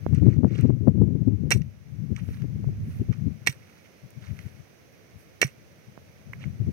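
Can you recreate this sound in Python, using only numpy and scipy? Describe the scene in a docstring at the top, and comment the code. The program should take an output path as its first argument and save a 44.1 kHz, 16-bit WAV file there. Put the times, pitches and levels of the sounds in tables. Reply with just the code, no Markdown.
"""A steel pick strikes stony soil three times on an open hillside and is levered out; grit runs off the blade.
Each stony contact is a jerky burst of noise that also rings the steel head, with a low thud through the ground.
Pebbles are short noise bursts; loose soil is many tiny clicks with an airy swish.
Wind is lumpy low noise with flutter and pops on the two ports of a hand-held phone, far harder on the left.
A faint hillside and circuit hiss lie underneath, and the phone's gain control turns loud stretches down."""
import sys
import numpy as np
from scipy import signal
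from scipy.fft import rfft, irfft, next_fast_len
from scipy.io import wavfile
from scipy.ndimage import map_coordinates

SR = 44100
rng = np.random.default_rng(int(sys.argv[2]) if len(sys.argv) > 2 else 0)


def transcribe(signal):
    """Save signal, clipped to [-1, 1], as a 16-bit WAV file at the path in sys.argv[1]."""
    frames = np.atleast_2d(signal).T
    limited = np.clip(frames, -1, 1)
    pcm = np.round(limited * 32767).astype(np.int16)
    wavfile.write(sys.argv[1], SR, pcm)


N = 296384
T = np.arange(N) / SR  # time of every sample, s

# All levels below are those before the phone's own processing.
# steady part of the wind on each port: t/s, level/dB
WIND_LEFT = [(0, -35), (.12, -19.5), (.36, -14.5), (.6, -15), (.8, -16.5), (1.05, -11.5), (1.4, -19.5),
             (1.6, -20.5), (1.81, -45), (1.95, -27.5), (2.75, -27), (2.95, -34.5), (3.3, -26), (3.45, -47),
             (4.0, -68), (4.33, -31.5), (4.65, -61), (6.15, -52.5), (6.45, -31.5), (6.72, -39)]
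WIND_RIGHT = [(0, -61.5), (.33, -45.5), (.42, -36), (.5, -52.5), (1.5, -44), (1.7, -43), (2.18, -66),
              (2.33, -31), (2.42, -45), (2.62, -35), (2.93, -28), (3.25, -52.5), (4.5, -69), (6.2, -62.5),
              (6.38, -40), (6.47, -51), (6.6, -35.5), (6.72, -36)]
# separate thumps of air on the windward (left) port: t/s, level/dB
THUMPS = [(0.124, -23), (.24, -14), (0.288, -10), (0.449, -5.5), (0.649, -13), (0.704, -10), (.884, -5.5),
          (1.027, -11), (1.134, -23.5), (1.28, -15.5), (1.335, -13.5), (1.459, -18), (1.559, -16),
          (2.034, -22.5), (2.12, -15.5), (2.292, -21.5), (2.43, -19.5), (2.692, -19.5), (2.86, -30),
          (3.018, -18), (3.102, -19.5), (3.229, -27.5), (3.277, -26.5), (4.051, -37.5), (4.173, -38),
          (4.328, -37), (4.467, -36), (4.598, -37.5), (5.163, -36.5), (5.887, -42.5), (6.282, -32.5),
          (6.466, -28.5), (6.613, -25), (6.644, -31), (6.689, -18)]
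# single eddies that pop on one port: t/s, peak/dB, sharpness/Hz, port (0 left, 1 right)
POPS = [(0.0651, -6.5, 748, 1), (.134, -24.5, 906, 1), (0.284, -6, 383, 0), (.37, -20.5, 500, 1),
        (0.434, -4.5, 473.5, 0), (0.447, 0.5, 580, 0), (0.645, -6.5, 352.8, 0), (0.704, -5.5, 477, 0),
        (0.875, -0.5, 500, 0), (1.029, -10, 300, 0), (2.119, -21, 303.2, 0), (2.29, -13.5, 303, 0),
        (2.445, -13, 300, 0), (2.644, -22, 695, 1), (2.69, -13.5, 302, 0), (2.999, -18, 304, 0),
        (3.09, -13, 244, 0), (3.278, -15, 214, 0), (5.977, -25, 1470, 1), (6.684, -17, 296, 0)]
# colour of the low wind noise: f/Hz, level/dB
EDDIES = [(25, -75.5), (42, -70.5), (60, -0.5), (100, 9.5), (140, 6.5), (210, -0.5), (330, -25.5),
          (600, -83.5)]
# colour of the wind flutter above it: f/Hz, level/dB
FLUTTER = [(60, -26.5), (150, -6.5), (250, 5.5), (400, -6.5), (700, -31), (1200, -47.5), (3000, -77.5)]
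# colour of the open hillside: f/Hz, level/dB
HILLSIDE = [(45, -15), (90, 2), (250, -4.5), (550, -4.5), (900, -16), (2000, -21.5), (4000, -21),
            (6500, -19.5), (7400, -26), (16000, -40)]
# colour of the circuit hiss: f/Hz, level/dB
CIRCUIT = [(3000, 4), (6000, 5), (7400, -13), (11000, 0), (13500, 0.5), (15500, -1)]
# loose soil and cloth in motion: centre t/s, spread/s (standard deviation), grit level/dB, swish level/dB
SOIL = [(0.168, 0.022, -56, -76), (0.302, 0.05, -58.5, -83), (.575, 0.058, -52.5, -75),
        (2.185, 0.015, -53.5, -70.5), (2.312, 0.065, -61.5, -62), (2.932, 0.069, -68, -63.5),
        (3.14, 0.019, -61, -80.5), (3.7, 0.21, -68, -76), (4.248, 0.023, -59.5, -77),
        (4.412, 0.11, -67, -67.5), (5.21, 0.027, -83, -65), (6.428, 0.021, -58.5, -76.5)]
# colour of the grit: f/Hz, level/dB
GRIT = [(300, -15.5), (900, -1), (2000, -4), (4500, 7.5), (7000, 1.5), (10000, -5.5), (16000, -24.5)]
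# colour of the swish: f/Hz, level/dB
SWISH = [(4000, -22), (7500, -10), (11000, 0), (16000, -6)]
# pebbles and clods: t/s, level/dB, centre f/Hz
PEBBLES = [(.148, -46.5, 5090), (.61, -39, 6800), (1.618, -45.5, 3140), (2.1635, -38, 4270),
           (2.37, -55.5, 1980), (2.42, -48, 3050), (4.105, -49.5, 10940), (4.39, -44.5, 3070),
           (6.333, -38.5, 1275), (6.44, -48.5, 1590)]
# the point meets stone after stone as it sinks: t/s, level/dB, hardness/(dB per octave), t60/s, head ring/dB
CONTACTS = [(1.5061, -10, 3.5, 0.012, -27.5), (1.511, -12, -3.5, 0.055, -24.5),
            (1.5147, -12.5, 1, 0.042, -22), (1.5188, -8.5, 3, 0.022, -18), (1.538, -31.5, 4.5, 0.05, -28.5),
            (3.464, -29.5, 1.5, 0.036, -32.5), (3.4716, -5.5, 1.7, 0.013, -21), (3.477, -18, 0, 0.028, -21),
            (3.495, -34.5, 7, .03, -29.5), (5.4158, -8.5, 3, .01, -28), (5.419, -21.5, 2.5, .06, -23.5),
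            (5.427, -17.5, -6.5, 0.024, -18), (5.439, -28.5, 3, 0.027, -24)]
# ringing notes of the steel head: f/Hz, level/dB, t60/s
HEAD_MODES = [(1990, -13, .024), (2340, -8, .013), (2720, -9, .018), (4350, -9, .016), (5820, -4, .019),
              (9705, -27, .11), (12070, -32, .035), (14000, -30, .045)]
# colour of crushed stone: f/Hz, level/dB
CRUSH = [(70, -32), (200, -4.5), (500, -4.5), (1200, -26.5), (3000, 1.5), (6000, 0), (8000, -1.5),
         (12000, -14), (16000, -23.5)]
# the blow arriving through the ground: t/s, level/dB
THUDS = [(1.5282, -18.5), (3.49, -23), (5.446, -20.5)]
# colour of each microphone port: f/Hz, level/dB
PORT_LEFT = [(300, 3.5), (2000, 0.5), (3400, -3), (4300, -1.5), (5000, -0.5), (5900, -9), (7400, -11.5),
             (8300, 9.5), (9200, -3.5), (16000, 6)]
PORT_RIGHT = [(300, 6.5), (1000, 5.5), (2200, 17.5), (2800, 10.5), (3600, 1.5), (4800, -5.5), (5900, 8.5),
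              (6700, 3.5), (8300, -18.5), (10000, 3.5), (16000, -5)]
# how far the right port lags in phase (below zero it leads): f/Hz, lag/radians
LAG = [(100, -1.5), (700, 0.12), (1800, -2.1), (3000, 2.5), (3900, 4.5), (7500, 6), (9000, 3.5),
       (15500, 5.5)]

THUMP_S = 0.012  # standard deviation of a thump's bell shape, s
RISE_S = 0.0005  # time constant of a stone contact's start, s
SPRAY_DB, SPRAY_S = -44.5, 0.15  # soil thrown up by a blow: level in dB, t60 in s
TOP_HZ = 15850  # nothing is kept from here up


def amp(db):
    """Turns decibels into gain."""
    return 10 ** (np.asarray(db) / 20)


def unit(x):
    """Scales a sound to rms 1."""
    return x / np.sqrt(np.mean(x ** 2, -1, keepdims=True) + 1e-20)


def along(points, hz):
    """Reads a table of (f/Hz, value) at any frequency, on a log axis."""
    f, v = np.transpose(points)
    return np.interp(np.log(hz + 1), np.log(f + 1), v)


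def curve(rows):
    """Joins (t/s, value) rows by straight lines, one value per sample."""
    return np.interp(T, *np.transpose(rows))


def wobble(rate):
    """A smooth random curve through rate random points a second."""
    return map_coordinates(rng.standard_normal(N // 100), [T * rate], mode='wrap')


def filtered(x, response):
    """Multiplies the spectrum of x by a response that depends on frequency."""
    size = next_fast_len(x.shape[-1] + 8192)
    spectrum = rfft(x, size) * response(np.fft.rfftfreq(size, 1 / SR))
    return irfft(spectrum, size)[..., :x.shape[-1]]


def coloured(x, colour):
    """Shapes x by a colour table of f/Hz, level/dB."""
    return filtered(x, lambda hz: amp(along(colour, hz)))


def noise(colour, size=N):
    """Coloured noise of rms 1."""
    return unit(coloured(rng.standard_normal(size), colour))


def noise_pair(colour):
    """Separate noise of the same colour for left and right."""
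    return np.array([noise(colour), noise(colour)])


def add(track, s, sound):
    """Mixes a sound into the track at time s."""
    part = track[..., round(s * SR):][..., :len(sound)]
    part += sound[:part.shape[-1]]


def bells(rows, column):
    """Adds up the bell-shaped swells in one level column of a soil table."""
    return sum(amp(row[column]) * np.exp(-.5 * ((T - row[0]) / row[1]) ** 2) for row in rows)


def buffet(rows, thumps):
    """Lumpy low noise under steady wind and thumps; the stronger the gust, the more flutter on top."""
    swells = sum(amp(db) * np.exp(-.5 * ((T - s) / THUMP_S) ** 2) for s, db in thumps)
    gust_db = 20 * np.log10(amp(curve(rows)) + swells)
    lumps_db = 6 * np.tanh(wobble(rate=50) / 2)
    low = unit(amp(lumps_db) * noise(EDDIES))
    flutter = unit(amp(lumps_db + 4.44 * wobble(rate=110)) * noise(FLUTTER))
    flutter_gain = amp(0.71 * gust_db + 0.6)
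    return amp(gust_db) * (low + flutter_gain * flutter)


def wind():
    """Each port has its own turbulence; a pop is a quick push of air and a weaker rebound."""
    both = np.array([buffet(WIND_LEFT, THUMPS), buffet(WIND_RIGHT, [])])
    t = np.arange(SR // 20) / SR
    for s, db, hz, port in POPS:
        u = 2 * np.pi * hz * t
        push = -(u / 3) ** 3 * np.exp(3 - u)
        rebound = 0.2 * (1 - np.exp(-u / 2)) ** 2 * np.sin(2 * np.pi * 130 * t) * amp(-60 * t / 0.053)
        # starts half a cycle early, so the push peaks close to time s
        add(both[int(port)], s - .5 / hz, amp(db) * (push + rebound))
    return both


def hillside():
    """Faint open-air noise, partly shared by the two sides."""
    return amp(-61.5) * (noise_pair(HILLSIDE) + 0.44 * noise(HILLSIDE))


def circuit_hiss():
    """Steady electrical hiss, separate on each side."""
    return amp(-65.5) * noise_pair(CIRCUIT)


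def grains(per_s, cycles):
    """Tiny stones click at random: each a short note, dying by 60 dB over the given number of cycles."""
    when, pitch, size = rng.random((3, round(per_s * N / SR)))
    k = np.arange(128)  # samples in one click
    turns = 1200 * 12 ** pitch[:, None] * k / SR  # notes from 1200 to 14400 Hz
    click_db = -3.5 * np.log(size[:, None] + .01) - 60 * turns / cycles
    notes = amp(click_db) * np.sin(2 * np.pi * turns)
    places = (when[:, None] * N).astype(int) + k
    return unit(np.bincount(places.ravel(), notes.ravel())[:N])


def soil():
    """Swells of clumped grit and airy swish; each blow also throws up a fading spray of grit."""
    clumps = amp(2.5 * wobble(rate=70))
    grit = unit(coloured(clumps * grains(3500, 20), GRIT))
    falling = sum((T > s) * amp(SPRAY_DB - 60 * abs(T - s) / SPRAY_S) for s, _ in THUDS)
    spray = unit(np.gradient(grains(2500, 25)))  # the gradient brightens it
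    swish = bells(SOIL, column=3) * noise_pair(SWISH)
    return bells(SOIL, column=2) * grit + falling * spray, swish


def pebbles():
    """Small knocks: short bursts of noise in a broad band."""
    out, t = np.zeros(N), np.arange(SR // 10) / SR
    for s, db, hz in PEBBLES:
        colour = [(hz / 6, -26), (hz / 2, 0), (hz * 1.8, 0), (hz * 3, -24)]
        add(out, s, amp(db - 60 * t / 0.016) * noise(colour, len(t)))
    return out


def steel_head(t):
    """The head's ringing notes, each dying at its own pace, with levels varied a little per contact."""
    spread_db = rng.normal(0, 2, len(HEAD_MODES))
    return sum(amp(db + extra - 60 * t / t60) * np.sin(2 * np.pi * hz * t)
               for (hz, db, t60), extra in zip(HEAD_MODES, spread_db))


def stone_contact(t, hardness, t60, ring_db):
    """Grinding stone makes a noisy force, which also drives the steel head; hard stone sounds brighter."""
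    force = (1 - np.exp(-t / RISE_S)) * amp(-60 * t / t60) * rng.standard_normal(len(t))
    force = force * amp(2 * wobble(rate=400)[:len(t)])  # the stone gives way in jerks
    ring = amp(ring_db) * signal.fftconvolve(force, steel_head(t))[:len(t)]
    crush = coloured(force, CRUSH)
    return filtered(crush + ring, lambda hz: amp(hardness * np.log2((hz + 500) / 2800)))


def ground_thuds():
    """The ground answers each blow with a low note that starts softly and dies fast."""
    ground, t = np.zeros(N), np.arange(SR // 4) / SR
    for s, db in THUDS:
        note = (1 - np.exp(-t / 0.0021)) * np.sin(2 * np.pi * 132 * t)
        add(ground, s, amp(db - 60 * t / 0.068) * note)
    return ground


def pick():
    """Stone contacts with an echo, and the ground thudding a moment later."""
    out, t = np.zeros(N), np.arange(SR // 4) / SR
    for s, db, hardness, t60, ring_db in CONTACTS:
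        add(out, s, amp(db) * stone_contact(t, hardness, t60, ring_db))
    # a tent wall on the left returns the treble 53.5 ms later
    echo = np.diff(np.pad(out, (round(.0535 * SR), 1)))[:N]
    return out + amp([[-25], [-32]]) * echo + ground_thuds()


def port_response(hz):
    """Each port colours the sound its own way, and the right one is shifted in phase."""
    colour = amp([along(PORT_LEFT, hz), along(PORT_RIGHT, hz)])
    return colour * [hz ** 0, np.exp(-1j * along(LAG, hz))]


def scattered(near):
    """Adds a short noisy tail that differs between left and right."""
    t = np.arange(SR // 20) / SR
    tail = rng.standard_normal((2, len(t))) * amp(-60 * t / 0.077)
    tail = tail / np.linalg.norm(tail[0])
    return near + amp(-15) * signal.fftconvolve(near, tail, axes=1)[:, :N]


def scene():
    """Pick, pebbles, grit and hillside pass the ports; swish, hiss and wind are added after them."""
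    grit, swish = soil()
    near = scattered(pick() + pebbles() + grit)
    return filtered(near + hillside(), port_response) + swish + circuit_hiss() + wind()


def record(dry):
    """Gain control slowly follows the louder channel, then come soft clipping and a band limit."""
    step = 1 - np.exp(-1 / (.4 * SR))  # 0.4 s time constant
    power = signal.lfilter([step], [1, step - 1], np.max(dry ** 2, 0))
    over_db = np.maximum(10 * np.log10(power + 1e-12) + 25, 0)  # dB above -25 dB
    x = dry * amp(-.35 * over_db)
    x = x / (1 + abs(x / 0.81) ** 6) ** (1 / 6)  # peaks flatten towards 0.81
    # rumble below about 62 Hz fades away
    return filtered(x, lambda hz: (hz < TOP_HZ) / np.sqrt(1 + (62 / (hz + 1)) ** 5))


dry = scene()
out = record(dry)
transcribe(out)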